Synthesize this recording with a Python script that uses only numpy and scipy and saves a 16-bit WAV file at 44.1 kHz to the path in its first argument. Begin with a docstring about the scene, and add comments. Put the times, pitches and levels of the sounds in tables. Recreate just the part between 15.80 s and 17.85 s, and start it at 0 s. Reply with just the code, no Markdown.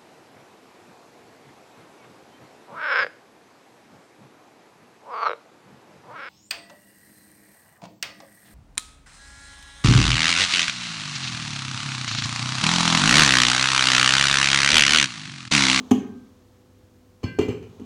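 """A metal baking pan full of batter lands on a tiled kitchen counter with one firm knock.
The batter damps its floor to a hollow bonk, the counter thuds under it and the bare rim rings faintly on.
Just over a second later the pan rattles briefly, its rim singing until damped, then settles softly.
A small hard kitchen answers each knock; the pan slides faintly and a refrigerator hums throughout."""
import sys
import numpy as np
from scipy import signal
from scipy.fft import rfft, irfft
from scipy.io import wavfile
from scipy.ndimage import uniform_filter1d

SR = 44100
rng = np.random.default_rng(int(sys.argv[2]) if len(sys.argv) > 2 else 0)


def generate_wav(sig):
    """Save sig (samples, or channels by samples) to the path in sys.argv[1] as 16-bit PCM at SR."""
    pcm = np.round(np.clip(np.atleast_2d(sig).T, -1, 1) * 32767).astype(np.int16)
    wavfile.write(sys.argv[1], SR, pcm)


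N = 90404


def knocks():
    """Each contact shakes the counter, the batter-laden floor of the pan, its walls and the bare metal."""
    # start_s, contact_rise_s, thud_db, low_bonk_db, high_bonk_db, wall_db,
    # clack_db, tick_db, metal_db, shimmer_db
    hits = [(0.003, 0.0026, -46.5, -24.5, -39.5, -53, -47, -42, -78, -59.5),
            (0.038, .004, -56, -33.5, -54, -70, -51, -61, -69, -67),
            (0.1096, 0.0011, -51, -28, -26, -29, -21.5, -24, -61, -57),
            (0.1133, 0.0013, -23, 0, -9, -21, -21, -19, -60, -51),
            (1.431, 0.002, -55, -40, -22.5, -45, -39.5, -43.5, -55, -40.5),
            (1.437, 0.0038, -17, -18.5, -25.5, -41, -27.5, -36, -37, -53),
            (1.5871, 0.0011, -21, -16, -2, -32, -15, -30.5, -39, -37.5),
            (1.610, 0.0031, -40, -19.5, -17.5, -38, -21.5, -51, -50, -35.5),
            (1.683, 0.0049, -21, -17.5, -15, -47, -25.5, -31, -51, -39),
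            (1.700, 0.0097, -25, -21, -28, -54, -29.5, -62, -61, -41.5),
            (1.826, 0.0017, -37.5, -38.5, -50, -66, -66, -48, -70, -51.5),
            (1.996, 0.0046, -45, -33, -32, -61, -41.5, -43.5, -71, -60),
            (2.014, 0.0066, -40, -24, -34, -52.5, -66, -59, -78, -61)]
    # ringing modes: pitch_hz, level_db, t60_s
    counter = [(93.5, 0.5, 0.13), (128.2, -5.5, 0.14), (176.7, -8, 0.095)]  # deep thud
    low_bonk = [(198.2, -20.5, 0.23), (249.5, 0, 0.081), (291.3, -16.5, 0.059)]  # the damped floor, lower group
    high_bonk = [(325.6, -13.5, 0.094), (371.4, -12.5, 0.19), (418, 0, 0.047), (470, -11.5, 0.031)]  # the damped floor, upper group
    walls = [(715, -3, 0.099), (811, -2.5, 0.069), (974, -2, 0.048), (1105.6, -9, 0.063), (1238, -7, 0.077),
             (2796, -11.5, 0.062), (2953, -12, 0.048), (3190, -11, 0.048), (6207, -10, 0.045),
             (6660, -17, 0.041)]  # damped ring of the pan's sides
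    metal = [(1030, -1.5, .12), (2047, -11.5, 0.22), (2305, -7, 0.16), (2370, -5.5, 0.16),
             (2675, -18.5, 0.22), (2795, -13, 0.12), (2935, -20.5, 0.16), (3365, -19, 0.3),
             (4360, 1, 0.098), (4570, -19.5, 0.2), (5135, -7.5, 0.095), (5290, -17.5, 0.14)]  # short bare clink
    # noise colours: frequency_hz, density_db
    clack = [(30, -41), (120, 6.5), (450, 17.5), (600, 8), (1100, -3), (1600, -16), (2400, -13),
             (3050, -10.5), (3600, -16), (5000, -30), (7000, -15), (9500, -33), (16000, -47)]  # body of the contact
    tick = [(100, 11), (1000, 8), (3000, -2), (4200, -6.5), (5400, -5), (6400, 4), (7500, -8),
            (10000, -12.5), (14000, -16), (16000, -20)]  # its bright edge
    shimmer = [(300, -5), (1150, -1.5), (1500, -8), (2150, -10.5), (2380, 3), (2550, -5.5), (3050, -2),
               (3450, -22), (4400, -13), (4650, -25), (5100, -11), (5600, -32), (6100, -9), (6800, -38),
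               (7400, -16), (9000, -35.5), (16000, -34.5)]  # dense overtones of the sheet metal
    out, t = np.zeros(N), np.arange(SR) / SR
    for start_s, contact_rise_s, *levels_db in hits:
        thud_db, low_db, high_db, wall_db, clack_db, tick_db, metal_db, shimmer_db = levels_db
        modes = (amp(thud_db) * ring(t, counter, rise_s=0.0031)
                 + amp(low_db) * ring(t, low_bonk, rise_s=0.0022)
                 + amp(high_db) * ring(t, high_bonk, rise_s=0.0022)
                 + amp(wall_db) * ring(t, walls, rise_s=0.0011)
                 + amp(metal_db) * ring(t, metal, rise_s=0.0029))
        contact = (amp(clack_db) * noise(clack, SR) * fade(t, t60_s=0.059)
                   + amp(tick_db) * noise(tick, SR) * fade(t, t60_s=0.03)
                   + amp(shimmer_db) * noise(shimmer, SR) * fade(t, t60_s=0.22))
        attack = 1 - np.exp(-t / contact_rise_s)
        add(out, start_s, modes + contact * attack)
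    return out


def rim():
    """The rim sings clear notes until another touch damps it."""
    # spells of free ringing: start_s, stop_s, low_pair_db, overtone_db
    sings = [(0.191, 0.433, -56, -76), (1.458, 1.58, -40.5, -40.5), (1.594, 1.713, -51, -36)]
    # modes of the rim: pitch_hz, level_db, t60_s
    low_pair = [(1569, -1, 1.67), (1626, -9, 0.61)]
    overtones = [(2040, -5, 0.68), (2367, -3, 0.44), (2795, -2.5, 0.31)]
    rise_s = 0.0069
    out, t = np.zeros(N), np.arange(SR) / SR
    for start_s, stop_s, low_pair_db, overtone_db in sings:
        notes = amp(low_pair_db) * ring(t, low_pair, rise_s)
        notes += amp(overtone_db) * ring(t, overtones, rise_s)
        since_touch_s = np.maximum(t - (stop_s - start_s), 0)
        add(out, start_s, notes * fade(since_touch_s, t60_s=0.29))
    return out


def slide():
    """Faint friction as the pan shifts on the tile."""
    # swell of the scrape: time_s, level_db
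    swell = [(0, -53.5), (0.102, -52), (.13, -59), (1.38, -80), (1.43, -61.5), (1.47, -82), (1.9, -61),
             (1.981, -59.5), (2.05, -58.5)]
    # colour of the scrape: frequency_hz, density_db
    colour = [(100, 15), (1100, 14), (2000, -3.5), (3500, 5.5), (5000, -3), (6500, 1), (9500, -15),
              (16000, -20)]
    level_db = np.interp(np.arange(N) / SR, *np.transpose(swell))
    return noise(colour, N) * amp(level_db)


def kitchen(sound):
    """Dense reflections off hard surfaces, each band dying at its own speed."""
    # decay of the room: frequency_hz, t60_s
    decay = [(80, 0.96), (170, 0.72), (260, 0.6), (500, .5), (800, .5), (1300, 0.73), (3000, 0.3749),
             (6500, 0.34), (11000, 0.2), (16000, .26)]
    # strength of the reflections: frequency_hz, gain_db
    colour = [(80, -14), (170, -0.5), (260, -8.5), (420, -3), (750, -10.5), (1300, -7), (3000, -3),
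              (6500, -7.5), (14000, -6)]
    hz, frame_s, bands = signal.stft(rng.standard_normal(SR), SR, nperseg=512)
    bands = bands * fade(frame_s, read(decay, hz)[:, None])
    tail = signal.istft(bands, SR, nperseg=512)[1][:SR]
    onset = np.minimum(np.arange(SR) / SR / 0.012, 1)  # reflections build over 12 ms
    spectrum = rfft(tail * onset)
    smooth_power = np.convolve(abs(spectrum) ** 2, np.hanning(81) / 40, "same")
    even_spectrum = spectrum / np.sqrt(smooth_power)
    tail = irfft(even_spectrum * amp(read(colour, np.fft.rfftfreq(SR, 1 / SR))), SR)
    reflections = (tail * onset)[:SR * 3 // 4]
    return signal.fftconvolve(sound, reflections)[:N]


def refrigerator():
    """A low hum whose partials each waver slowly in phase."""
    # hum partials: pitch_hz, level_db
    partials = [(54, -74), (97, -61.5), (199, -69), (250, -64), (499.5, -65.5)]
    hum, t = np.zeros(N), np.arange(N) / SR
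    for pitch_hz, level_db in partials:
        wander = uniform_filter1d(rng.standard_normal(N), size=3000)
        drift_rad = unit(uniform_filter1d(wander, size=3000))
        hum += amp(level_db) * np.sqrt(2) * np.sin(2 * np.pi * pitch_hz * t + drift_rad)
    return hum


def room_tone():
    """A soft, dark bed of steady air."""
    # colour of the air: frequency_hz, density_db
    air = [(25, -10), (60, -5), (92, -3), (150, -15), (250, -12.5), (370, -11.5), (450, -21), (640, -22.5),
           (900, -25), (2500, -33), (6500, -35.5), (10000, -41.5), (16000, -42)]
    return amp(-57) * noise(air, N)


def amp(db):
    """Decibels to gain."""
    return 10 ** (np.asarray(db) / 20)


def unit(x):
    """Scales to rms 1."""
    return x / np.sqrt(np.mean(x ** 2) + 1e-20)


def read(points, hz):
    """Reads a curve on a log-frequency axis."""
    points_hz, values = np.transpose(points)
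    return np.interp(np.log(hz + 1), np.log(points_hz + 1), values)


def add(mix, start_s, sound):
    """Mixes a sound in at its start time."""
    part = mix[max(round(start_s * SR), 0):][:len(sound)]
    part += sound[:len(part)]


def fade(t, t60_s):
    """Exponential decay, 60 dB down at t60_s."""
    return np.exp(-np.log(1000) * t / t60_s)


def noise(colour, size):
    """Steady noise of a given colour, at rms 1."""
    gain = amp(read(colour, np.fft.rfftfreq(size, 1 / SR)))
    return unit(irfft(rfft(rng.standard_normal(size)) * gain, size))


def ring(t, modes, rise_s):
    """Dying sines of alternating sign with a soft attack."""
    sines = [(-1) ** k * amp(db) * fade(t, t60_s) * np.sin(2 * np.pi * hz * t)
             for k, (hz, db, t60_s) in enumerate(modes)]
    return (1 - np.exp(-t / rise_s)) * sum(sines)


def scene():
    """The pan and the kitchen's answer to its knocks, over hum and air, in mono."""
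    pan = knocks()
    return (pan + kitchen(pan) + rim() + slide() + refrigerator() + room_tone())[None]


def record(dry):
    """Rolls off the deep bass and cuts the highest treble."""
    low_cut_hz, high_cut_hz = 47, 16350
    thinned = signal.sosfilt(signal.butter(2, low_cut_hz, "high", fs=SR, output="sos"), dry)
    treble_cut = signal.firwin(511, high_cut_hz, window=("kaiser", 9), fs=SR)
    return signal.oaconvolve(thinned, treble_cut[None], "same")


dry = scene()
out = record(dry)
generate_wav(out)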